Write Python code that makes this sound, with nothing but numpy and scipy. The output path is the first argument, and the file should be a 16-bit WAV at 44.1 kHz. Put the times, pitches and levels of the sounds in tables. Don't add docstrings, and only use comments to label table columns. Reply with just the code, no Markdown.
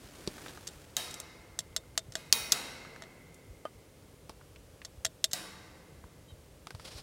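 import sys
import numpy as np
from scipy import signal
from scipy.fft import rfft, irfft
from scipy.io import wavfile

SR = 44100
rng = np.random.default_rng(int(sys.argv[2]) if len(sys.argv) > 2 else 0)


def master(y):
    cut = np.clip(np.atleast_2d(y).T, -1, 1)
    pcm = np.round(cut * 32767)
    wavfile.write(sys.argv[1], SR, pcm.astype(np.int16))


N = 309976
TIME_S = np.arange(N) / SR

# (time [s], nominal peak [dB], brightness [dB/octave],
# second tip re first [dB], rebound re first [dB])
SNAPS = [(0.6718, -30.5, 0.5, 5.5, -6), (1.1097, -33.5, 3, -6, -20), (1.1417, -27.5, 3, -16, -25),
         (1.2009, -25.5, 5.5, -22, -25), (1.5899, -16, 0.5, -20, -17), (1.7636, -16, -1.5, -7.5, -23),
         (1.977, -12.5, -2.5, -11.5, -21), (2.122, -36, -1.5, -13, -8), (2.154, -19, -4.5, -26, -18),
         (3.022, -33.5, -7, -27, -8), (4.849, -31, -2, 1, -21), (5.0487, -17, -2.5, 2, -7),
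         (5.242, -9, -0.5, -8.5, -26), (5.3128, -37, -0.5, 4, -8)]
# (time [s], crack [dB], shock pitch [Hz], jaw clap [dB], mesh wash [dB],
# singing wires [dB], struck wire pitch [Hz])
STRIKES = [(0.967, -21, 7540, -39, -37.5, -43.5, 3450), (2.1545, -49, 3980, -45, -50, -60, 2300),
           (2.3261, -6.5, 5240, -16, -34.5, -35.5, 2460), (2.5208, -9.5, 5350, -11.5, -35.5, -47, 3980),
           (5.3328, -21.5, 7850, -22, -39, -51, 3820)]
# (time [s], nominal peak [dB], pitch [Hz], tick re knock [dB])
KNOCKS = [(0.381, -35.5, 1280, -12), (0.461, -33.5, 1630, -15), (0.482, -41, 3280, -16),
          (0.574, -40.5, 1220, -7), (2.849, -39.5, 1190, -13), (2.961, -38.5, 1500, -11),
          (3.344, -48, 8200, -20), (4.295, -33.5, 814, -5), (4.411, -45.5, 1400, -20),
          (4.56, -44.5, 2900, -12), (4.817, -40, 2400, -17), (6.04, -45.5, 1150, -18),
          (6.670, -35.5, 1400, -1.5), (6.706, -39.5, 1500, 0), (6.749, -37.5, 650, -5),
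          (6.797, -42, 1400, -6)]
# (frequency [Hz], level [dB], t60 [s])
BUMP_MODES = [(4820, -0.83, 0.0091), (352, 0.84, 0.024), (213, 0.23, 0.025)]
# (frequency [Hz], level [dB], t60 [s])
CLOP_MODES = [(615, 1.5, 0.029), (1230, -6, 0.057), (3100, -20, 0.062)]
# (middle [s], Gaussian half length [s], level [dB])
STROKES = [(6.825, 0.026, -52.5), (6.856, 0.0054, -43), (6.881, 0.0085, -44.5), (6.963, 0.039, -45.5)]
# (time near peak [s], envelope peak [dB], pitch [Hz])
PUFFS = [(2.087, -40, 116), (3.501, -40, 55), (4.979, -39.5, 68.6), (6.046, -40.5, 63.5),
         (6.326, -39.5, 79), (6.746, -37, 101), (6.953, -37.5, 69)]
# (frequency [Hz], relative level [dB], t60 [s])
ARM_MODES = [(646.3, -15, 0.077), (1500, -14.5, .02), (2080, -23.5, .018), (2090, -18.5, 0.035),
             (3354, -2, .025), (3630, -9, 0.071), (3810, -4.5, 0.031), (4630, -12, 0.018),
             (5460, 0.5, .032), (6350, 8.5, 0.011), (6750, -14, 0.0198), (7250, -5.5, .035),
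             (7565, 2, 0.037), (8500, -15, .025), (13770, -25, 0.034)]
# (frequency [Hz], spread [Hz], relative level [dB], t60 [s])
WIRE_GROUPS = [(2100, 85, -6.8, 3.2), (2170, 2, -23, .8), (2497, 1, -8.5, 1.2), (3130, 60, -6, .5),
               (3784, 1, -4.5, .95), (3830, 40, -7, .9), (4450, 130, -12, .65), (5550, 200, -9, 1.2),
               (8850, 170, -14, .6), (10750, 200, -13, .65), (14800, 550, -13.5, .45)]
# (frequency [Hz], t60 [s])
MESH_DECAY = [(150, 6.7), (700, 2.11), (1500, 1.98), (3000, 1.4), (5500, 1.18), (9000, 0.8), (16000, 0.59)]
# (frequency [Hz], relative density [dB])
MESH_COLOUR = [(88, -33), (150, -4.5), (264, -5.5), (730, -3.5), (1080, -5), (1790, -6), (2360, -8.5),
               (2550, -5), (3490, -10), (3840, -4), (6140, -9), (10600, -10), (12400, -15), (14800, -18.5),
               (16000, -21)]
# (frequency [Hz], relative density [dB])
CLACK_COLOUR = [(240, -18), (400, -8.5), (655, -46), (949, -27), (1400, -7), (2430, -17), (2800, -3.5),
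                (4580, 3.5), (5030, -1.5), (6440, 0), (8110, -0.5), (14100, -15), (16000, -27)]
# (frequency [Hz], relative density [dB])
CRACK_COLOUR = [(410, -50), (700, -25), (1560, -39.5), (1970, -8.5), (2770, -10.5), (4990, 2), (5690, -1.5),
                (6650, 1), (7990, -6), (8650, -12), (11800, -15), (14800, -14), (16000, -25.5)]
# (frequency [Hz], relative density [dB])
SCRAPE_COLOUR = [(530, 3), (900, -1.5), (1920, -4.5), (2120, -4), (5040, 2), (6560, -8), (9200, -7),
                 (14900, -23), (16000, -21.5)]
# (frequency [Hz], relative density [dB])
CLOTH_COLOUR = [(180, -0.5), (300, 5), (462, -2.5), (537, -2), (1030, -7), (1510, -6), (1930, -8),
                (8790, -13.5), (16000, -23)]
# (frequency [Hz], relative density [dB])
AIR_COLOUR = [(15, -37), (25, -11), (70, -4), (157, -8.5), (217, -18.5), (263, -15.5), (344, -17.5),
              (476, -14), (545, -16), (695, -24), (1840, -31.5), (3080, -32), (4030, -34), (9320, -35),
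              (16000, -42)]

RING_DB, RING_LOSS_DB = -8.5, 1
HOLLOW_DB, HOLLOW_LOSS_DB, HOLLOW_HZ = -9.5, 2, 1884
TIP_LAG_S = .0035
REBOUND_S, REBOUND_TILT_DB_PER_OCT = .015, -0.5
JAWS_TILT_DB_PER_OCT = 2
WIRE_BRIGHTENING, MESH_BRIGHTENING, WIRE_NEUTRAL_DB = 0.4, .08, -50.5
BUMP_S, BUMP_DB = 0.2753, -20.5
CLOP_S, CLOP_DB = 3.653, -24
KNOCK_T60_S, KNOCK_ROUGH = 0.028, 0.71
FAINT_TICKS, FAINT_TICK_DB, FAINT_TICK_HZ = 12, -55, 1600
REACH_PEAK_S, REACH_END_S, REACH_DB = 0.45, 1.0, -49.5
REACH_RISE_DB_PER_S, REACH_FALL_DB_PER_S = 17, 23
AIR_DB = -55
CUTOFF_HZ = 15850


def from_db(db):
    return 10 ** (np.asarray(db) / 20)


def rms_one(x):
    return x / np.sqrt(np.mean(x ** 2) + 1e-20)


def fade(t60_s, size):
    return from_db(-60 * TIME_S[:size] / max(t60_s, 1e-4))


def add(out, start_s, sound):
    start = max(round(start_s * SR), 0)
    out[start:start + len(sound)] += sound[:N - start]


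def log_hz(size):
    return np.log2(np.maximum(np.fft.rfftfreq(size, 1 / SR), 1))


def noise(colour, size, tilt_db=0):
    hz, db = np.transpose(colour)
    octave = log_hz(size)
    treble = np.maximum(octave - 10, 0)
    colour_db = np.interp(octave, np.log2(hz), db, right=-np.inf)
    gain = from_db(colour_db + tilt_db * treble)
    phase = 2 * np.pi * rng.random(len(octave))
    return rms_one(irfft(gain * np.exp(1j * phase), size))


def drift(rate_hz):
    return np.interp(TIME_S * rate_hz, np.arange(4096), rng.standard_normal(4096))


def tongs():
    out = np.zeros(N)
    for s, db, tilt_db, second_db, rebound_db in SNAPS:
        add(out, s, clack(db, tilt_db))
        add(out, s + TIP_LAG_S, clack(db + second_db, tilt_db))
        add(out, s + REBOUND_S, clack(db + rebound_db, tilt_db + REBOUND_TILT_DB_PER_OCT))
    return out


def clack(db, tilt_db):
    touch = contact(CLACK_COLOUR, tilt_db, crack_t60_s=0.013, rattle_db=-7.5, rattle_t60_s=0.037)
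    size = len(touch)
    hollow = np.sin(2 * np.pi * HOLLOW_HZ * TIME_S[:size]) * fade(0.012, size)
    hollow_db = HOLLOW_DB - HOLLOW_LOSS_DB * tilt_db
    ring_db = RING_DB - RING_LOSS_DB * max(tilt_db, 0)
    mix = touch + from_db(hollow_db) * hollow + from_db(ring_db) * arms(tilt_db)
    return from_db(db - 8.0) * mix


def contact(colour, tilt_db, crack_t60_s, rattle_db, rattle_t60_s, size=4096):
    grain = noise(colour, size, tilt_db)
    crack = fade(crack_t60_s, size)
    grain = grain / np.sqrt(np.average(grain ** 2, weights=crack ** 2))
    return grain * np.hypot(crack, from_db(rattle_db) * fade(rattle_t60_s, size))


def arms(tilt_db, scatter_db=0.0, size=4096):
    hz, db, t60_s = np.transpose(ARM_MODES)
    level_db = db + tilt_db * np.log2(hz / 5000) + scatter_db * rng.standard_normal(len(hz))
    gains = from_db(level_db) * rng.choice([-1, 1], len(hz))
    out = np.zeros(size)
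    for f, gain, decay_s in zip(hz, gains, t60_s):
        out += gain * np.sin(2 * np.pi * f * TIME_S[:size]) * fade(decay_s, size)
    return out


def fence(size=4096):
    out = np.zeros(N)
    for s, crack_db, shock_hz, jaws_db, wash_db, wires_db, struck_hz in STRIKES:
        shock = from_db(5) * np.sin(2 * np.pi * shock_hz * TIME_S[:size]) * fade(.003, size)
        tilt_db = 5 * np.log2(shock_hz / 5000)
        crack = contact(CRACK_COLOUR, tilt_db, crack_t60_s=0.012, rattle_db=-13, rattle_t60_s=0.041)
        hit = small_source(shock + from_db(1) * crack)
        add(out, s, from_db(crack_db) * (hit + from_db(-21.5) * arms(tilt_db)))
        add(out, s + TIP_LAG_S, clack(jaws_db, JAWS_TILT_DB_PER_OCT))
        hardness_db = wires_db - WIRE_NEUTRAL_DB
        add(out, s, from_db(wash_db) * mesh(MESH_BRIGHTENING * hardness_db))
        add(out, s, from_db(wires_db) * wires(struck_hz, WIRE_BRIGHTENING * hardness_db))
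    return out


def small_source(x):
    return signal.sosfilt(signal.butter(2, 1500, "high", fs=SR, output="sos"), x)


def mesh(tilt_db, uneven_db=5.0, spacing_hz=14, size=98304):
    hz, t60_s = np.transpose(MESH_DECAY)
    octave = log_hz(size)
    uneven = np.clip(rng.standard_normal(4096), -2, 2)
    strength = from_db(uneven_db * np.interp(2 ** octave / spacing_hz, np.arange(4096), uneven))
    wash = rfft(noise(MESH_COLOUR, size, tilt_db)) * rms_one(strength)
    out = np.zeros(size)
    for share, decay_s in zip(np.eye(len(hz)), t60_s):
        band = irfft(wash * np.interp(octave, np.log2(hz), share))
        out += band * fade(decay_s, size)
    return out * (0.58 + 0.41 * fade(0.49, size))


def wires(struck_hz, tilt_db, favour_db=6, reach_oct=0.253, count=20, size=110000):
    out = np.zeros(size)
    for hz, spread_hz, db, t60_s in WIRE_GROUPS:
        length = min(int(t60_s * SR), size)
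        pitches_hz = hz + spread_hz * rng.standard_normal((count, 1))
        phases = (2 * np.pi * pitches_hz * TIME_S[:length]).astype(np.float32)
        group = np.sin(phases).sum(axis=0) / np.sqrt(count)
        near = np.exp(-(np.log2(hz / struck_hz) / reach_oct) ** 2)
        gain = from_db(db + favour_db * near + tilt_db * np.log2(hz / 4000))
        share = 1 / (1 + 3 / abs(spread_hz))
        out[:length] += gain * share * group * fade(t60_s, length)
    return out


def knocks():
    out = np.zeros(N)
    add(out, BUMP_S, from_db(BUMP_DB) * knock(BUMP_MODES, tick_db=-9.5, rough=0.37))
    add(out, CLOP_S, from_db(CLOP_DB) * knock(CLOP_MODES, tick_db=-25, rough=0.23))
    for s, db, hz, tick_db in KNOCKS:
        add(out, s, from_db(db) * knock([(hz, 0, KNOCK_T60_S)], tick_db, KNOCK_ROUGH))
    for when, octaves in rng.random((FAINT_TICKS, 2)):
        mode = FAINT_TICK_HZ * 2 ** (2 * octaves - 1), 0, KNOCK_T60_S
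        tick = knock([mode], tick_db=-10, rough=KNOCK_ROUGH)
        add(out, when * TIME_S[-1], from_db(FAINT_TICK_DB) * tick)
    return out


def knock(modes, tick_db, rough, size=4096):
    tick = contact(SCRAPE_COLOUR, 0, crack_t60_s=0.0118, rattle_db=-14, rattle_t60_s=0.093)
    out = from_db(tick_db) * tick
    for hz, db, t60_s in modes:
        cycles = hz * TIME_S[:size]
        crunch = noise([(hz / 4, -16), (hz, 0), (hz * 4, -32)], size)
        tone = np.sin(2 * np.pi * cycles) + .2 * np.sin(2 * np.pi * 1.2 * cycles)
        body = (1 - rough) * tone + rough * crunch
        attack = np.minimum(2 * cycles, 1)
        out = out + from_db(db) * body * attack * fade(t60_s, size)
    return out


def rustle():
    since_s = TIME_S - REACH_PEAK_S
    swell_db = np.minimum(REACH_RISE_DB_PER_S * since_s, -REACH_FALL_DB_PER_S * since_s)
    reach = from_db(REACH_DB + swell_db) * np.clip((REACH_END_S - TIME_S) / 0.041, 0, 1)
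    digging = np.zeros(N)
    for s, half_s, db in STROKES:
        digging += from_db(db) * np.exp(-((TIME_S - s) / half_s) ** 2 / 2)
    sleeve = reach * rubbing(CLOTH_COLOUR, clump_db=2.3, clump_hz=320)
    return sleeve + digging * rubbing(SCRAPE_COLOUR, clump_db=6.0, clump_hz=600)


def rubbing(colour, clump_db, clump_hz):
    wander = drift(clump_hz) + .5 * drift(clump_hz / 10)
    clumps = rms_one(from_db(clump_db * np.clip(wander, -2.5, 2.5)))
    return clumps * noise(colour, N)


def bird(start_s=6.275, length_s=0.057, tone_db=-61):
    along = np.clip((TIME_S - start_s) / length_s, 0, 1)
    arch = np.sin(np.pi * along)
    warped_s = np.cumsum(1 + 0.037 * arch - 0.041 * along) / SR
    tones = np.sin(2 * np.pi * 3080 * warped_s) + np.sin(2 * np.pi * 3780 * warped_s)
    return from_db(tone_db) * arch * tones


def outdoors(puff_s=0.0047, size=8192):
    air = from_db(AIR_DB) * noise(AIR_COLOUR, N)
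    bass = signal.sosfiltfilt(signal.butter(2, 170, fs=SR, output="sos"), air)
    gusts_db = 2.2 * drift(22) - 2.5
    out = air + bass * (from_db(gusts_db) - 1)
    age = TIME_S[:size] / puff_s
    for s, db, hz in PUFFS:
        sway = np.sin(2 * np.pi * (hz * TIME_S[:size] + rng.random()))
        add(out, s - .004, from_db(db) * sway * age * np.exp(1 - age))
    return out


def scene():
    return (tongs() + fence() + knocks() + rustle() + bird() + outdoors())[None]


def record(dry):
    thin = signal.sosfilt(signal.butter(4, 35, "high", fs=SR, output="sos"), dry)
    lowpass = signal.ellip(10, .1, 80, CUTOFF_HZ, fs=SR, output="sos")
    return signal.sosfilt(lowpass, np.clip(thin, -1, 1))


dry = scene()
out = record(dry)
master(out)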